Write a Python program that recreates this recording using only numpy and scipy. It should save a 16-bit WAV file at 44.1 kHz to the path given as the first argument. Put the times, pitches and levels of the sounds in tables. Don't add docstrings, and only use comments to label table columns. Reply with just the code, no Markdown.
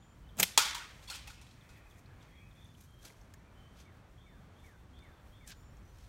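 import sys
import numpy as np
from scipy import signal
from scipy.fft import rfft, irfft, next_fast_len
from scipy.io import wavfile
from scipy.ndimage import uniform_filter1d, map_coordinates

SR = 44100
rng = np.random.default_rng(int(sys.argv[2]) if len(sys.argv) > 2 else 0)


def to_linear_factor(level_db):
    exponent = np.asarray(level_db, float) / 20
    return 10 ** exponent


def store_pcm(level_fs):
    pcm = np.round(np.clip(level_fs, -1, 1) * 32767).astype(np.int16)
    wavfile.write(sys.argv[1], SR, np.atleast_2d(pcm).T)


N = 268128
CLOCK = np.arange(N) / SR

# [t/s, swish level/dB]
WHIPS = [
    (.398, -32),
    (0.429, -43),
]
# [f/Hz, level/dB per Hz]
SWISH_COLOUR = [(180, -31.5), (300, -13), (737, -4), (1900, -14), (4670, -15), (5080, -16), (6410, -11),
                (16000, -19.5)]
# [t/s of the peak, level/dB, brightness 0-1, fall/s]
SLAPS = [(0.3705, -50.5, 0.8, 0.0016), (.378, -41, 0.45, 0.00047), (.388, -36, .6, .003),
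         (0.397, -28.5, .1, 0.00087), (.4, -15, 0.74, 0.0019), (.4045, -19.5, 0.54, 0.0015),
         (0.408, -25, 0.9, 0.00082), (0.413, -32, 0.1, 0.0015), (0.4301, -15, .05, 0.0023),
         (0.4319, -24, .08, .001), (.435, -20.5, 0.46, 0.0015), (0.4369, -21.5, 0.4, .0012),
         (.44, -28.5, 0.01, .003)]
# [f/Hz, level/dB per Hz]
DULL_SLAP = [(180, -47), (300, -12), (1360, -18), (2320, -2.5), (3130, -8), (8790, -11.5), (10200, -13),
             (13300, -6.5), (16000, -15.5)]
BRIGHT_SLAP = [(180, -57.5), (300, -8), (3080, -9), (4370, -27), (6620, -3.5), (8500, -9), (10200, -12),
               (11700, -6.5), (16000, -12.5)]
# [t/s, level/dB]
POUCH_SNAPS = [
    (.4317, -6.5),
    (.4366, -11.5),
]
# [f/Hz, level/dB per Hz]
SLAP_SCATTER = [(290, -42.5), (500, -12), (545, -22.5), (631, -13.5), (1870, -10.5), (2190, -6.5),
                (3540, -4.5), (12100, -4.5), (16000, -18.5)]
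SWISH_RISE_S, SWISH_FALL_S = 0.0085, 0.018
PUFF_S, PUFF_HOLD_S, PUFF_DB, PUFF_RISE_S, PUFF_FALL_S = 0.385, 0.041, -44, 0.0078, 0.015
FLAP_HZ, FLAP_DB = 185.3, -8
SLAP_RISE = 0.44

# [t/s, level/dB]
STRIKE = [
    (0.5765, -6.5),
    (.5767, -5),
    (.5775, -6.5),
    (0.579, -9),
    (0.582, -9),
]
# [f/Hz, level/dB per Hz]
CRACK = [(200, -40.5), (400, -9), (600, -3.5), (850, 0), (1250, -1.5), (1750, -14), (2450, -3), (3000, -13),
         (3600, -5.5), (6400, -2.5), (8500, -8.5), (12000, -10.5), (16000, -19.5)]
# [t/s, level/dB, ring level/dB, contact time/s, best-driven f/Hz]
BLOWS = [(0.5764, -15, -7, 0.00014, 2570), (.648, -43, 8, 0.0015, 3360), (.746, -34, -5.5, 0.0023, 1070),
         (1.022, -50.5, -1, 0.02, 3700), (1.073, -42.5, 0, 0.024, 3500), (1.099, -37.5, 2.5, 0.0018, 4230),
         (1.108, -39, 2, 0.0066, 1437), (1.146, -36, -15, 0.012, 3500), (1.272, -41.5, -6.5, 0.0047, 837),
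         (1.3, -50, 3, 0.0019, 1437), (1.413, -52.5, 0, .002, 837), (1.465, -60.5, 7, 0.0024, 3400),
         (1.508, -64.5, 13.5, 0.0042, 4320), (1.689, -57, 6.5, 0.003066, 1516)]
# [f/Hz, level/dB, t60/s]
CAN_MODES = [(530, -8.5, 0.07), (837, -5.5, 0.31), (942, -5.5, 0.3), (1023, -12.5, 0.16), (1130, -6, .15),
             (1264, -2, 0.18), (1437, -4, 0.4), (1770, -6.5, 0.075), (2370, 0, 0.085), (2470, 0, 0.13),
             (2774, -8.5, .15), (3300, -1.5, .08), (3416, 3.5, 0.073), (3909, -1.5, 0.13),
             (4230, -1.5, .12), (5160, -1.5, 0.11), (5600, -2, 0.18), (5970, -3, .07), (6650, -0.5, 0.081),
             (7276, -2, 0.077)]
# [f/Hz, level/dB per Hz]
CLATTER = [(180, -53), (300, -28), (634, -15), (787, -17.5), (885, -6), (1720, -9.5), (3080, -6.5),
           (3350, -5), (3890, -6.5), (6960, -6.5), (16000, -18.5)]
ROLL = [(240, -59.5), (400, -38.5), (528, -3), (655, -22), (801, -3.5), (1440, -7), (2050, -6), (2500, -1),
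        (4600, -2.5), (5000, -3), (9000, -6), (16000, -18)]
# [f/Hz, t60/s]
TREES = [(300, 0.16), (900, 0.64), (2000, 0.94), (4000, 0.59), (8000, .4), (14000, 0.3)]
TAIL_FOLLOWS, TAIL_UP_DB, TAIL_DOWN_DB = 0.6, 4, 0.5

# [t/s, level/dB, f/Hz, rise/s, t60/s]
PANEL_RINGS = [(.38, -43, 191, .004, 0.045), (.398, -33, 176, 0.0036, .05),
               (.43, -33.5, 170, 0.0027, 0.043), (.4295, -20, 3390, 0.001, 0.013),
               (.436, -28.5, 2270, .001, .012), (.647, -31, 3340, .002, 0.037),
               (.7465, -35, 1000, 0.0019, 0.037), (.749, -36, 3950, 0.0018, .04),
               (.584, -29, 1425, .003, .1), (.62, -37, 1130, 0.0046, .1), (.655, -38, 887, .004, 0.072),
               (0.709, -44, 1290, .005, .1), (.762, -43.5, 946, .004, 0.11), (.79, -44.5, 1440, .006, 0.18),
               (.83, -50, 1246, 0.0074, 0.18), (.8, -49, 897, 0.0054, 0.11),
               (1.073, -40.5, 3400, .006, .06), (1.075, -45, 4430, .005, .06),
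               (1.088, -42, 2740, 0.0033, .06), (1.099, -37, 4400, .002, .05),
               (1.103, -45, 1450, 0.0049, .15), (1.085, -45, 1000, 0.0035, .06),
               (1.105, -49, 2486, 0.0036, .08), (1.105, -53, 800, .004, .12),
               (1.114, -42, 4310, .002, 0.058), (1.125, -43, 2800, .004, .08),
               (1.165, -47, 3300, .008, .08), (1.273, -45, 2570, 0.0035, 0.064),
               (1.276, -46, 832, .003, 0.058), (1.298, -47, 1460, 0.0027, .05)]
# [t/s, level/dB, rise/s per 10 dB, fall/s per 10 dB]
FORK_KNOCKS = [
    (3.05, -62.5, .03, 0.062),
    (3.105, -59, 0.0036, 0.0066),
]

# [t/s of the peak, level/dB, rise/s per 10 dB, fall/s per 10 dB, fullness 0-1]
STROKES = [(1.9, -70, .006, 0.06316, 0.36), (1.986, -65, 0.0091, 0.01418, 0.2915),
           (2.226, -69.5, .018, 0.068, 0.88), (2.68, -74, 0.22, 0.18, 0.55),
           (2.808, -64, 0.02593, 0.054, 0.31), (3.054, -52, 0.02, 0.022, 0.52),
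           (3.075, -64, 0.016, 0.02, 0.58), (3.11, -69, .015, 0.17, 0.56),
           (3.77, -75.5, 0.0326, .04, 0.8137), (3.81, -61, 0.028, .025, .65),
           (4.668, -69.5, 0.068, 0.059, 0.36), (5.478, -53, 0.0088, 0.021, 0.32),
           (5.505, -58, 0.0093, 0.013, 0.48), (5.523, -49.5, 0.017, 0.0075, 1),
           (5.55, -78, 0.016, 0.047, 0.99), (5.879, -77.5, 0.098, .15, 0.66),
           (5.992, -67.5, 0.035, 0.15, 0.65)]
# [f/Hz, level/dB per Hz]
THIN_RUSTLE = [(2500, -18), (4500, -12), (6000, 5), (8000, 0.5), (11500, 2.5), (16000, -9)]
FULL_RUSTLE = [(470, -66), (800, -29), (1660, 1.5), (1850, -10), (2440, -4), (2800, -3.5), (6090, -7),
               (10600, -26), (12100, -31), (16000, -48)]
# [t/s, level/dB, f/Hz, broad crack level/dB]
TICKS = [(1.99, -68, 7970, -15.5), (2.059, -61.5, 4280, -15), (2.225, -69, 7147, -6),
         (2.553, -72.5, 11000, -3), (2.644, -65, 10000, -4), (2.657, -68, 6170, -10),
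         (2.748, -59.5, 3020, -19), (2.838, -63, 11500, -2.5), (2.907, -71.5, 10600, -4),
         (2.94, -72, 11470, -8), (2.988, -71, 13000, -8), (3.212, -64, 5970, -2),
         (2.809, -57.5, 11250, -6.5), (3.053, -51.5, 4366, 4), (3.076, -59, 3126, -9.5),
         (3.101, -54, 2240, -16), (3.338, -55, 6880, 7), (3.34, -52.5, 1830, -7.5), (3.802, -61, 6470, -4),
         (4.989, -63, 4310, 5), (5.035, -69, 9000, -3), (5.475, -52, 8100, -7), (5.504, -53, 2350, 10),
         (5.518, -45.5, 1520, -16), (5.769, -66, 6560, -5)]
# [f/Hz, level/dB per Hz]
SNICK = [(700, -30), (2000, -3), (6000, -12), (11000, -8), (16000, -14)]

# [t/s, length/s, f/Hz, glide/Hz, level/dB]
HIGH_BIRD = [(0, .17, 7006, 201.2, -72.5), (5.55, 0.19, 7000, 199, -73)]
MID_BIRD = [(.04, 0.1, 3205, -52, -80), (.23, 0.12, 2990, 199, -74.5), (2.28, 0.16, 3270, 42, -76),
            (2.87, .18, 3184, 32.5, -73), (3.55, 0.13, 3075, 41.5, -69.5)]
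LOW_BIRD = [(1.34, 0.067, 2630, 20, -58.5), (1.66, 0.075, 2614, -80, -62), (1.72, 0.089, 1890, -43, -68),
            (1.81, 0.095, 2480, 38, -63), (2.07, 0.065, 1680, 9.5, -66), (1.97, 0.12, 2520, 79, -73),
            (2.22, 0.086, 2065, -20, -66), (2.29, 0.096, 1790, 600, -63.5), (2.35, .06, 2305, 20.5, -61.5),
            (2.36, 0.16, 2510, -18.5, -64), (2.77, 0.062, 2430, -84, -68), (3.38, .055, 1990, -320, -68.5),
            (3.44, 0.053, 2370, 40, -63)]
THIN_BIRD = [(5.54, .22, 5540, -20, -81), (5.82, .09, 5930, 80, -78)]
HOARSE_BIRD = [(2.55, 0.15, 3474, -17, -70.5)]
# [t/s from start, f/Hz, level/dB]
SLUR = [(0, 2270, -8.5), (.012, 2269, 11.5), (.03, 2220, 7), (.055, 1900, 4.5), (.09, 1650, 2.5),
        (.125, 1506, 2.5), (.14, 1460, -27)]
PAIR = [(0, 3170, -12), (.012, 3245, 4), (.026, 3330, 2), (.036, 3562, 5), (.07, 3582, -3), (.13, 3560, -4),
        (.18, 3523, -9.5), (.32, 3510, -22)]
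CHIP = [(0, 3896, -5), (.004, 3590, 4.5), (.011, 3302, -2), (.024, 3148, -12)]
# [t/s, level/dB]
SLURS = [(3.85, -72), (4.255, -71), (4.634, -67.5), (5.015, -69), (5.4, -70)]
PAIRS = [(3.775, -79), (4.17, -74), (4.55, -75), (4.925, -72), (5.315, -72.5)]
CHIPS = [(.022, -71), (.288, -65.5), (1.608, -65), (1.756, -68.5), (1.906, -66), (2.207, -65.5),
         (2.352, -69), (2.51, -65)]
NOTE_PEAK, NOTE_START_DB, NOTE_END_DB = 0.72, -2, -14
# [t/s, level/dB]
CHORUS = [
    (1.35, -94),
    (1.7, -67),
    (1.95, -74),
    (2.35, -74.5),
    (2.7, -79),
]

# [t/s, level/dB]
WIND = [(0, -67), (.42, -58), (.8, -61), (1.2, -59), (1.285, -52), (1.37, -60), (1.7, -63), (3, -62.5),
        (4.9, -63.5), (5.3, -57), (6.08, -58)]
# [f/Hz, level/dB per Hz]
BUFFET = [(12, -30.5), (25, -12), (40, -1), (55, 1), (75, -5.5), (95, -10), (140, -47)]
RUMBLE = [(41, -35), (70, 1), (103, 1), (259, -10.5), (329, -18.5), (357, -20), (500, -39), (650, -51),
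          (1100, -120)]
LEAVES = [(180, -34), (300, -4), (1230, -8), (1450, -9.5), (1580, -10.5), (2090, -13.5), (3090, -18.5),
          (5000, -29.5), (6500, -54.5), (11000, -120)]
HISS = [(1760, -32), (3000, -10), (3750, -11.5), (4260, -5.5), (5000, -13), (5600, -4), (6300, -7),
        (9400, -11), (16000, -19.5)]
BUFFET_DB, RUMBLE_DB, LEAVES_DB, HISS_DB = 0.5, -59.5, -66, -79.5
LATE_S, LATE_LEAVES_DB, LATE_HISS_DB, LATE_DB_PER_S = 0.59, -60.5, -62, 18.5
# [f/Hz, level/dB]
MIC = [(20, 0), (2550, -0.5), (2850, -3), (3100, 0.5), (9300, -0.5), (10400, -4.5), (11400, -1.5),
       (14500, -1.5), (15800, -2), (16000, -39), (16800, -59)]


def bands():
    speed = sum(to_linear_factor(db) * swell(s, SWISH_RISE_S, SWISH_FALL_S) for s, db in WHIPS)
    out = speed * to_linear_factor(3.4 * wobble(400)) * noise(SWISH_COLOUR)
    puff = to_linear_factor(PUFF_DB) * swell(PUFF_S, PUFF_RISE_S, PUFF_FALL_S, PUFF_HOLD_S)
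    out += puff * noise([(50, -16), (130, -4.0), (210, -1.0), (300, -16.5), (1200, -39.5)])
    out += puff * to_linear_factor(FLAP_DB) * np.sin(2 * np.pi * FLAP_HZ * CLOCK + 0.9 * wobble(40))
    t = CLOCK[:SR // 25] - 0.01
    for s, db, bright, fall in SLAPS:
        turn = bright * np.pi / 2
        burst = np.cos(turn) * noise(DULL_SLAP, len(t)) + np.sin(turn) * noise(BRIGHT_SLAP, len(t))
        side = np.where(t < 0, SLAP_RISE * fall, fall)
        add(out, s + t[0], to_linear_factor(db) * np.exp(-np.abs(t / side) ** 0.81) * burst)
    snap = pulse([(400, -30.5), (2000, -8.5), (3400, 4.5), (5000, -13.5), (13000, -10.5), (16000, -15.5)])
    for s, db in POUCH_SNAPS:
        add(out, s, to_linear_factor(db) * snap)
    t = CLOCK[:SR // 2]
    for s, db in [(0.402, -46), (0.434, -41)]:
        add(out, s, to_linear_factor(db) * tail(SLAP_SCATTER, len(t)) * (1 - np.exp(-t / 0.0061)))
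    return out


def can():
    out, t = np.zeros(N), CLOCK[:3 * SR // 4]
    for k, (s, db) in enumerate(STRIKE):
        add(out, s, (-1) ** k * to_linear_factor(db) * pulse(CRACK))
    thud = noise([(120, -30.5), (250, -4.5), (380, -1), (650, -2.5), (900, -31.5)], len(t))
    add(out, STRIKE[0][0], to_linear_factor(-32.5 - 60 * t / 0.05) * thud * (1 - np.exp(-t / 0.0014)))
    for s, db, ring_db, contact, best_hz in BLOWS:
        down = s > 1
        colour = ROLL if down else CLATTER
        ring = shell_ring(t, best_hz, down)
        crack = to_linear_factor(-60 * t / (0.012 + 6 * contact)) * noise(colour, len(t))
        rattle = to_linear_factor(-2.0 - 60 * t / 0.07) * noise(colour, len(t))
        grain = to_linear_factor(1.4 * wobble(250, len(t)))
        wood = grain * tail(colour, len(t)) * (1 - np.exp(-t / 0.004))
        echo = to_linear_factor(TAIL_FOLLOWS * ring_db + (TAIL_DOWN_DB if down else TAIL_UP_DB) - 12.0) * wood
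        blow = crack + rattle + to_linear_factor(ring_db - 5.5) * ring + echo
        add(out, s, to_linear_factor(db) * blow * (1 - np.exp(-t / contact)))
    return out


def shell_ring(t, best_hz, down):
    damping, focus = (2.2, 16) if down else (1.1, 5)
    flex = 0.8 * wobble(70, len(t))
    ring = np.zeros(len(t))
    for hz, level, t60 in CAN_MODES:
        a, b = rng.standard_normal(2)
        mode_db = level + 0.97 * a - focus * abs(np.log2(hz / best_hz)) - 60 * damping * t / t60
        ring += to_linear_factor(mode_db) * np.sin(2 * np.pi * hz * t + 3 * b + np.roll(flex, int(a * SR)))
    return ring


def panels():
    out, t = np.zeros(N), CLOCK[:SR // 5]
    for s, db, hz, rise, t60 in PANEL_RINGS:
        shape = (1 - np.exp(-t / rise)) ** 2 * to_linear_factor(2.5 - 60 * t / t60 + 1.7 * wobble(120, len(t)))
        phase = 2 * np.pi * hz * t + min(hz / 900, 1.1) * wobble(220, len(t))
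        add(out, s, to_linear_factor(db) * shape * np.sin(phase))
    return out


def hands():
    out, t = np.zeros(N), CLOCK[:SR // 20]
    grain = to_linear_factor(2.5 * wobble(300) + 0.91 * wobble(75))
    thin, full = unit(grain * noise(THIN_RUSTLE)), unit(grain * noise(FULL_RUSTLE))
    for s, db, rise, fall, fullness in STROKES:
        turn = fullness * np.pi / 2
        out += to_linear_factor(db) * swell(s, rise, fall) * (np.cos(turn) * thin + np.sin(turn) * full)
    for s, db, hz, crack_db in TICKS:
        ping = to_linear_factor(-60 * t / 0.034) * noise([(hz * 0.58, -30), (hz, 0), (hz * 1.5, -30)], len(t))
        crack = to_linear_factor(crack_db - 60 * t / 0.014) * noise(SNICK, len(t))
        add(out, s, to_linear_factor(db) * (1 - np.exp(-t / 0.00055)) * (ping + crack))
    return out


def grip():
    level = sum(to_linear_factor(db) * swell(s, rise, fall) for s, db, rise, fall in FORK_KNOCKS)
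    return level * noise([(100, -30), (200, -1), (600, -2.5), (1000, -8), (1600, -30)])


def birds():
    clear = flock(notes(HIGH_BIRD) + repeat(SLUR, SLURS), blur=0.4, wet_db=-14)
    middle = flock(notes(MID_BIRD + THIN_BIRD), blur=1.0, wet_db=0)
    chips = flock(repeat(CHIP, CHIPS), blur=0.7, wet_db=-10)
    hoarse = flock(notes(HOARSE_BIRD), blur=1.8, wet_db=0)
    pairs = flock(repeat(PAIR, PAIRS), blur=1.1, wet_db=-1)
    low = to_linear_factor(-6) * flock(notes(LOW_BIRD), blur=1.2, wet_db=-2)
    return clear + middle + chips + hoarse + pairs + low


def flock(calls, blur, wet_db):
    out, tremble, drift = np.zeros(N), wobble(70), wobble(180)
    for rows in calls:
        where, (hz, db) = span(rows)
        i = np.arange(len(db))
        edge = np.clip(np.minimum(i, i[::-1]) / (0.002 * SR), 0, 1)
        phase = 2 * np.pi * np.cumsum(hz) / SR + blur * drift[where]
        out[where] += np.sqrt(2) * to_linear_factor(db + 2.2 * blur * tremble[where]) * edge * np.sin(phase)
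    wood = to_linear_factor(-60 * CLOCK[:SR // 2] / 0.43) * rng.standard_normal(SR // 2)
    return 0.53 * out + to_linear_factor(wet_db) * signal.fftconvolve(out, wood / np.linalg.norm(wood))[:N]


def notes(rows):
    steps = [(0, NOTE_START_DB), (NOTE_PEAK, 0), (1, NOTE_END_DB)]
    return [[(s + u * length, hz + u * glide, db + step) for u, step in steps]
            for s, length, hz, glide, db in rows]


def repeat(shape, times):
    return [np.array(shape) + (s, 0, db) for s, db in times]


def chorus():
    out = np.zeros(N)
    where, (db,) = span(CHORUS)
    band = noise([(1300, -24.5), (1800, -2.5), (2550, -1.0), (2800, -22.5)], len(db))
    out[where] = to_linear_factor(db + 3.0 * wobble(25.2, len(db))) * band
    return out


def air():
    gust_db, = span(WIND)[1]
    late = swell(LATE_S, 0.006, 10 / LATE_DB_PER_S)
    buffet = to_linear_factor(gust_db + BUFFET_DB + 2.5 * wobble(19)) * noise(BUFFET)
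    rumble = to_linear_factor(RUMBLE_DB + 1.0 * wobble(5.2)) * noise(RUMBLE)
    leaves_level = np.hypot(to_linear_factor(LEAVES_DB), to_linear_factor(LATE_LEAVES_DB) * late)
    leaves = leaves_level * to_linear_factor(1.3 * wobble(5)) * noise(LEAVES)
    hiss_level = np.hypot(to_linear_factor(HISS_DB), to_linear_factor(LATE_HISS_DB) * late)
    hiss = hiss_level * to_linear_factor(0.7 * wobble(6.8)) * noise(HISS)
    return buffet + rumble + leaves + hiss


def tail(spectrum, count):
    hz, t, z = signal.stft(noise(spectrum, count), SR, nperseg=512)
    uneven = uniform_filter1d(rng.standard_normal(z.shape), size=24, axis=1)
    bands_db = 2.3 * unit(uneven) - 0.6
    z = z * to_linear_factor(bands_db - 60 * t / along(TREES, hz)[:, None])
    return signal.istft(z, SR, nperseg=512)[1][:count]


def pulse(spectrum):
    cepstrum = irfft(along(spectrum, np.fft.rfftfreq(2048, 1 / SR)) * np.log(10) / 20)
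    cepstrum[1:1024] *= 2
    click = irfft(np.exp(rfft(cepstrum[:1025], 2048)))[:1024]
    return click / np.abs(click).max()


def swell(s, rise, fall, hold=0):
    t = CLOCK - s
    return to_linear_factor(-10 * np.maximum(-t / rise, np.maximum(t - hold, 0) / fall))


def noise(spectrum, count=N):
    m = next_fast_len(count + 4096)
    gain = to_linear_factor(along(spectrum, np.fft.rfftfreq(m, 1 / SR)))
    return unit(irfft(rfft(rng.standard_normal(m)) * gain, m)[:count])


def wobble(rate, count=N):
    knots = rng.standard_normal(int(count * rate / SR) + 4)
    return map_coordinates(knots, [CLOCK[:count] * rate])


def unit(x):
    return x / np.sqrt(np.mean(x ** 2) + 1e-20)


def along(points, hz):
    f, v = np.transpose(points)
    return np.interp(np.log(hz + 1), np.log(f + 1), v)


def span(rows):
    s, *cols = np.transpose(rows)
    where = slice(max(round(s[0] * SR), 0), min(round(s[-1] * SR), N))
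    return where, [np.interp(CLOCK[where], s, c) for c in cols]


def add(track, s, sound):
    part = track[max(round(s * SR), 0):][:len(sound)]
    part += sound[:len(part)]


def scene():
    near = bands() + can() + panels() + hands() + grip()
    return (near + birds() + chorus() + air())[None]


def roll_off(x):
    return signal.sosfilt(signal.butter(12, 16810, fs=SR, output="sos"), x)


def record(dry):
    colour = to_linear_factor(along(MIC, np.fft.rfftfreq(2 * N, 1 / SR)))
    mix = irfft(rfft(dry, 2 * N) * colour)[:, :N]
    return roll_off(mix)


dry = scene()
out = record(dry)
store_pcm(out)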